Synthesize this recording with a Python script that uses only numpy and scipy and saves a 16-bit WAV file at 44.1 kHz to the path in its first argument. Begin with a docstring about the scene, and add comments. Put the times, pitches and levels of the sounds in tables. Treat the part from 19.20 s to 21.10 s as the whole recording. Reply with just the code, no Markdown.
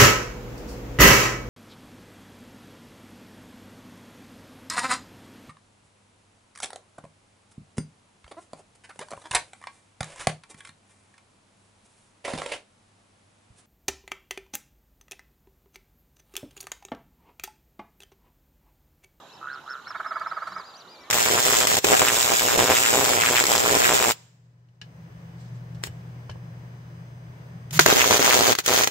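"""On a pond, a grebe gives two low purrs, then a fast trill, while its chicks peep around it.
A purr is a row of pulses that ring in the throat; the trill is a string of short, raspy notes.
Each peep is a thin whistle that rises and falls, often flipping to a higher voice near its top.
Behind them are small splashes, faint high ticking, distant birds, a brief hum and the hush of open air.
The grebe echoes off the bank, and reeds and trees scatter its calls and those of the chicks."""
import sys
import numpy as np
from scipy import signal
from scipy.fft import rfft, irfft
from scipy.io import wavfile
from scipy.ndimage import uniform_filter1d

SR = 44100
rng = np.random.default_rng(int(sys.argv[2]) if len(sys.argv) > 2 else 0)


def log_audio(samples):
    """Write samples as a 16-bit WAV file to the path given in sys.argv[1]."""
    # one column per channel
    frames = np.atleast_2d(samples).T
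    # limit to full scale, then quantise
    limited = np.clip(frames, -1, 1)
    pcm = np.round(limited * 32767).astype(np.int16)
    wavfile.write(sys.argv[1], SR, pcm)


N = 83790

# the grebe's purrs: start t/s, length t/s, pulse rate/Hz, ring f/Hz, level/dB
PURR_CALLS = [(0.213, 0.175, 69, 1480, -20), (0.4624, 0.14, 66.9, 1443, -18.5)]
# trill notes: start t/s, length t/s, pitch f/Hz, level/dB, roughness from 0 to 1
TRILL_NOTES = [(0.669, 0.0058, 695.2, -27.5, 0.34), (0.7043, 0.0062, 669, -25.5, 0.34),
               (0.7467, 0.016, 666, -24, 0.48), (0.7978, .012, 666.3, -23, 0.48),
               (0.844, 0.013, 642.7, -26.5, 0.75), (0.859, 0.0095, 655, -24.5, 0.08),
               (0.9085, .017, 656.2, -22.5, 0.1), (0.9562, 0.016, 657, -22, 0.16),
               (1.009, .012, 656, -22.5, 0.25), (1.059, 0.014, 665, -23.5, 0.16),
               (1.113, 0.0124, 661.5, -22.5, 0.19), (1.166, 0.0142, 647, -23, 0),
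               (1.218, 0.011, 664.7, -24, 0), (1.2262, 0.007, 577.4, -30.5, 0.08),
               (1.2703, 0.01, 665.2, -23, 0.18), (1.318, 0.0094, 631.7, -30, 0.84),
               (1.361, 0.0099, 655.8, -24, 0.16), (1.374, 0.013, 605.5, -32, 0.9),
               (1.395, 0.0092, 565, -28.5, 0.36)]
# the tones in one trill note: multiple of the pitch, level/dB
TRILL_HARMONICS = [(1, -17.5), (2, -1), (3, -22.5)]
# tone colour of the throat's rasp: f/Hz, level/dB
RASP_COLOUR = [(300, -59.5), (560, -37), (660, -14.5), (820, -10.5), (1050, -1.5), (1300, -4), (1600, -3.5),
               (1800, -8), (2020, -26.5), (2230, -13.5), (2550, -35.5), (5000, -38.5), (12000, -50.5)]
# where the grebe is heard: f/Hz, left minus right level/dB
GREBE_BALANCE = [(600, -3), (1300, -3), (1700, -6), (2200, -12.5), (3000, -7)]
# peeps: start t/s, end t/s, arch top f/Hz, level/dB, flip up t/s, flip down t/s, jump f/Hz, flip gain/dB
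CHICK_PEEPS = [(0.091, 0.198, 4270, -53, .130, .169, 1007, -3.5),
               (0.282, 0.388, 4315, -52.5, .332, .349, 977, 2),
               (0.466, 0.56, 4390, -50.5, .499, .534, 1033, 5.5),
               (0.642, 0.733, 4380, -49.5, .677, .717, 1105, 5.5),
               (0.828, 0.938, 4200, -53, .867, .910, 1033.5, 4.5),
               (1.035, 1.138, 4240, -53.5, 1.073, 1.105, 1030, 4),
               (1.26, 1.352, 4670, -53, 1.318, 1.330, 905, 1.5),
               (1.32, 1.425, 5110, -48, 1.361, 1.380, 872, -11),
               (1.537, 1.625, 5010, -46.5, 1.570, 1.602, 991, -7),
               (1.757, 1.868, 4780, -56.5, 1.808, 1.835, 869, -0.5), (0.284, .39, 4660, -63, 0, 0, 0, -19),
               (0.616, .705, 4450, -58.5, 0, 0, 0, 0), (0.73, 0.806, 3750, -54.5, 0, 0, 0, 0),
               (0.742, 0.821, 4590, -58.5, 0, 0, 0, 0), (.915, 1.003, 4960, -54.5, 0, 0, 0, 0),
               (0.972, 1.051, 4760, -54, 0, 0, 0, 0), (1.101, 1.198, 4950, -55.5, 0, 0, -4, 0),
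               (1.187, 1.295, 4810, -56, 0, 0, 0, -11), (1.432, 1.513, 4930, -50, 0, 0, -4, -2),
               (1.459, 1.556, 4600, -61, 1.494, 1.9, 296, 5), (1.673, 1.775, 4930, -51, 0, 0, -4, 0)]
# splashes: start t/s, decay t/s, level/dB, left minus right level/dB, brightness/(dB per octave)
PADDLE_SPLASHES = [(.996, .004, -50, -4, 1), (1.271, .025, -50, 1, -3), (1.41, .004, -62, 0, 3),
                   (.503, .003, -58, 2, 0)]
# tone colour of the spray: f/Hz, level/dB
SPRAY_COLOUR = [(500, -29), (2500, 0), (4000, -1), (6000, -3), (9000, -10), (13000, -17), (16000, -27)]
# echoes off the bank: delay t/s, level/dB
BANK_ECHOES = [(.00765, -7.5), (.0125, -24.5), (.023, -27), (.031, -15)]
# distant whistles: start t/s, end t/s, start f/Hz, end f/Hz, level/dB, left minus right level/dB
FAR_WHISTLES = [(0.052, 0.36, 2680, 2600, -67, 10), (0.356, .43, 3000, 3000, -61, 6),
                (1.69, 1.9, 2470, 2223, -64.5, 17.5), (1.662, 1.7, 2870, 2900, -69, -16),
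                (1.8, 1.9, 1900, 2190, -59, 0), (1.825, 1.91, 1780, 1820, -59, 3)]
# tone colour of the open air: f/Hz, level/dB
AIR_COLOUR = [(25, -31), (50, -10), (90, -2.5), (160, 2.5), (240, -1), (400, 3.5), (600, 2), (800, 4.5),
              (1050, 6), (1400, 1.5), (1800, -5), (2300, -9.5), (2800, -5), (3900, -4), (4700, -13),
              (5900, -12), (7100, -10), (8000, -22.5), (10000, -27), (11500, -19), (15500, -33.5)]
# how alike the air sounds in both ears: f/Hz, likeness from 0 to 1
AIR_LIKENESS = [(50, 1), (500, .95), (1200, 0.75), (2400, 0.51), (4000, 0.2), (8000, 0.28), (14000, 0.48)]
# where the air is heard: f/Hz, left minus right level/dB
AIR_BALANCE = [(100, 0.2), (1000, -3), (2200, -3.5), (4000, -5.5), (6000, -3), (12000, -1)]


def grebe_purrs():
    """Strong and weak pulses take turns, each a short falling ring of the throat; purrs swell and fade."""
    rise_s, fall_s, ends_db, pitch_sag = 0.0011, 0.0023, -10, 0.13
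    offbeat_s, offbeat_db = 0.0076, -12.5
    out, t = np.zeros(N), np.arange(700) / SR
    ring = (1 - np.exp(-(t / rise_s) ** 2)) * np.exp(-(t / fall_s / 2) ** 1.74)
    ring /= ring.max()
    glide = np.cumsum(1 + 0.033 * (np.exp(-t / fall_s) - .4)) / SR  # a slowing clock lowers the pitch
    upper_tone = amp(-23) * np.sin(2 * np.pi * 1630 * t)
    for start, length, rate, hz, db in PURR_CALLS:
        chance = rng.standard_normal((32, 4))
        for k in range(int(length * rate) + 1):
            along = k / rate / length
            swell, lift = np.sin(np.pi * along ** 0.69), np.sin(np.pi * along)
            for beat, (late, weak_db) in enumerate([(0, 0), (offbeat_s, offbeat_db)]):
                pitch = hz * (1 - pitch_sag * (1 - lift) + 0.049 * chance[k, beat])
                size = amp(db + weak_db + ends_db * (1.5 - swell) + 1.5 * chance[k, beat + 2])
                tone = np.sin(2 * np.pi * pitch * glide) + upper_tone
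                add(out, start + k / rate + late, size * ring * tone)
    return out


def grebe_trill():
    """Short falling notes, loudest at twice their pitch, grow out of a rasp and break up into it again."""
    pitch_fall, rise_s, release_s = 0.1807, 0.00475, 0.0027
    rasp_in_s, rasp_out_s = 0.011, 0.012
    out, t = np.zeros(N), np.arange(3600) / SR - .02  # the rasp starts ahead of the note
    for start, length, hz, db, rough in TRILL_NOTES:
        rasp, jitter = noise(RASP_COLOUR)[:len(t)], waver(450)[:len(t)]
        along = np.clip(t / length, 0, 1)
        pitch = hz * (1 - pitch_fall * (along - .5) + 0.055 * rough * jitter)
        phase = 2 * np.pi * np.cumsum(pitch) / SR
        voice = sum(amp(level) * np.sin(multiple * phase) for multiple, level in TRILL_HARMONICS)
        held = np.clip(t / rise_s + .25, 0, 1) * np.clip((length - t) / release_s + .5, 0, 1)
        rasp_in = amp(-22) * np.exp(-abs(t) / rasp_in_s)
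        rasp_out = amp(-12) * along ** 2 * np.exp(-np.maximum(t - length, 0) / rasp_out_s)
        note = held * voice * (1 - rough / 2) + (0.34 * rough * held + rasp_in + rasp_out) * rasp
        add(out, start + t[0], amp(db) * note)
    return out


def chick_peeps():
    """Thin whistles rise and fall in an arch; some flip to a higher voice near the top."""
    drop_hz, hook_hz, flip_s = 1057, 589, 0.0037
    out = np.zeros(N)
    for start, end, top_hz, db, up, down, jump_hz, flip_db in CHICK_PEEPS:
        t = np.arange(start, end, 1 / SR)
        n = len(t)
        edge = abs(2 * np.linspace(0, 1, n) ** 1.03 - 1)  # 1 at both ends, 0 at the top
        flipped = uniform_filter1d(((t > up) & (t < down)) * 1., int(flip_s * SR))
        arch_hz = top_hz - drop_hz * edge ** 2 - hook_hz * edge ** 6
        pitch = (arch_hz + jump_hz * flipped) * (1 + 0.0081 * waver(168)[:n])
        phase = 2 * np.pi * np.cumsum(pitch) / SR
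        level = amp(db - 3 * edge ** 2 + flip_db * flipped + 1.02 * waver(140)[:n])
        fade = np.minimum((1 - edge) * 20, 1)
        add(out, start, level * fade * (np.sin(phase) + amp(-30) * np.sin(2 * phase)))
    return out


def splashes():
    """Paddling chicks flick up a little grainy spray."""
    out, t = np.zeros((2, N)), np.arange(N) / SR
    for start, decay, db, lean_db, bright_db in PADDLE_SPLASHES:
        colour = [(hz, level + bright_db * np.log2(hz)) for hz, level in SPRAY_COLOUR]
        grains = evened(noise(colour) * amp(2.7 * waver(500)))
        wide_hiss = .5 * np.array([noise(colour), noise(colour)])
        burst = np.minimum(t * 2000, 1) * np.exp(-t / decay)
        add(out, start, amp(db) * (grains + wide_hiss) * pan(burst, lean_db))
    return out


def with_bank_echoes(call):
    """The bank throws back late, quieter copies that join the call."""
    out = call.copy()
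    for delay, db in BANK_ECHOES:
        add(out, delay, amp(db) * call)
    return out


def reed_reverb(call, width):
    """Reeds and trees around the pond scatter a call into a soft, fading wash."""
    build_s, fade_60_db_s = 0.055, 0.85
    t = np.arange(SR) / SR
    shared, side = rng.standard_normal((2, SR)) * amp(-60 * t / fade_60_db_s) * np.minimum(t / build_s, 1)
    echoes = np.array([shared + width * side, shared - width * side])
    return signal.fftconvolve(call[None], echoes / np.linalg.norm(echoes[0]), axes=1)[:, :N]


def ticking(hz=3944, per_s=38, length_s=0.014, db=-55.5):
    """Faint, steady high ticks, each a little different in timing, pitch and loudness."""
    out, t = np.zeros(N), np.arange(0, length_s, 1 / SR)
    for k, (late, tune, loud) in enumerate(rng.standard_normal((80, 3))):
        tick = np.hanning(len(t)) * np.sin(2 * np.pi * hz * (1 + 0.023 * tune) * t)
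        add(out, (k + .5 + .1 * late) / per_s, amp(db + 2 * loud) * tick)
    return out


def distant_birds():
    """Far-off birds whistle wavering notes, most of them sliding a little in pitch."""
    out = np.zeros((2, N))
    for start, end, from_hz, to_hz, db, lean_db in FAR_WHISTLES:
        n = int((end - start) * SR)
        pitch = np.linspace(from_hz, to_hz, n) * (1 + 0.0141 * waver(90)[:n])
        level = amp(db + 2.6 * waver(43)[:n]) * signal.windows.tukey(n)
        add(out, start, pan(level * np.sin(2 * np.pi * np.cumsum(pitch) / SR), lean_db))
    return out


def low_hum(start_s=1.265, length_s=0.16, hz=185.6, db=-55):
    """One brief low tone fades in and out."""
    out, t = np.zeros(N), np.arange(0, length_s, 1 / SR)
    add(out, start_s, amp(db) * signal.windows.tukey(len(t)) * np.sin(2 * np.pi * hz * t))
    return out


def open_air(db=-50.5, patch_db=2, rumble_cut_hz=29):
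    """A soft outdoor hush with drifting louder patches; the bass is nearly the same in both ears."""
    hz = np.fft.rfftfreq(2048, 1 / SR)
    a, b, c, d, patches = rng.standard_normal((N // 512 + 5, len(hz), 5)).T  # frequency-by-time grids
    patches = uniform_filter1d(patches, size=14, axis=0)
    patches = evened(uniform_filter1d(patches, size=8, axis=1))
    likeness = np.clip(read(AIR_LIKENESS, hz), -1, 1)[:, None]
    left = a + 1j * b
    right = likeness * left + np.sqrt(1 - likeness ** 2) * (c + 1j * d)
    level = amp(read(AIR_COLOUR, hz)[:, None] + patch_db * patches)
    spectra = np.array([left, right]) * pan(level, read(AIR_BALANCE, hz)[:, None])
    hush = amp(db) * evened(signal.istft(spectra, nperseg=2048, noverlap=1536)[1][:, :N])
    return signal.sosfilt(signal.butter(2, rumble_cut_hz, "high", fs=SR, output="sos"), hush)


def amp(db):
    """Turns decibels into a number to multiply by."""
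    return 10 ** (np.asarray(db) / 20)


def evened(x):
    """Scales a signal to an average power of 1."""
    return x / np.sqrt(np.mean(abs(x) ** 2) + 1e-20)


def read(points, hz):
    """Looks up values between a table's rows, with octaves evenly spaced."""
    f, value = np.transpose(points)
    return np.interp(np.log(hz + 1), np.log(f + 1), value)


def add(mix, start_s, sound):
    """Mixes a sound in at the given time."""
    part = mix[..., max(round(start_s * SR), 0):][..., :sound.shape[-1]]
    part += sound[..., :part.shape[-1]]


def pan(x, lean_db):
    """Places a sound to the left (positive lean) or right (negative lean)."""
    return np.array([x * amp(lean_db / 2), x * amp(-lean_db / 2)])


def noise(colour):
    """Noise with the given tone colour."""
    gain = amp(read(colour, np.fft.rfftfreq(N, 1 / SR)))
    return evened(irfft(rfft(rng.standard_normal(N)) * gain, N))


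def waver(hz):
    """A smooth random wobble, up to about the given rate."""
    gain = np.exp(-(np.fft.rfftfreq(N, 1 / SR) / hz) ** 2)
    return evened(irfft(rfft(rng.standard_normal(N)) * gain, N))


def scene():
    """The grebe to the right, the chicks to the left, and the pond all around."""
    purrs, trill = grebe_purrs(), grebe_trill()
    wash = reed_reverb(amp(-9.5) * trill + amp(-15) * purrs, width=0.43)
    balance = pan(0.85, read(GREBE_BALANCE, np.fft.rfftfreq(N, 1 / SR)))
    grebe = irfft(rfft(with_bank_echoes(purrs + trill) + wash) * balance, N)
    peeps, hush = chick_peeps(), open_air()
    chicks = pan(peeps, lean_db=4.5) + amp(-20) * reed_reverb(peeps, width=0.7)
    background = splashes() + pan(ticking(), lean_db=-4) + distant_birds() + low_hum() + hush
    return grebe + chicks + background


def record(dry):
    """Cuts away the very highest treble."""
    cutoff_hz = 15700
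    low_pass = signal.firwin(511, cutoff_hz, window=("kaiser", 9), fs=SR)
    return signal.oaconvolve(dry, low_pass[None], "same")


dry = scene()
out = record(dry)
log_audio(out)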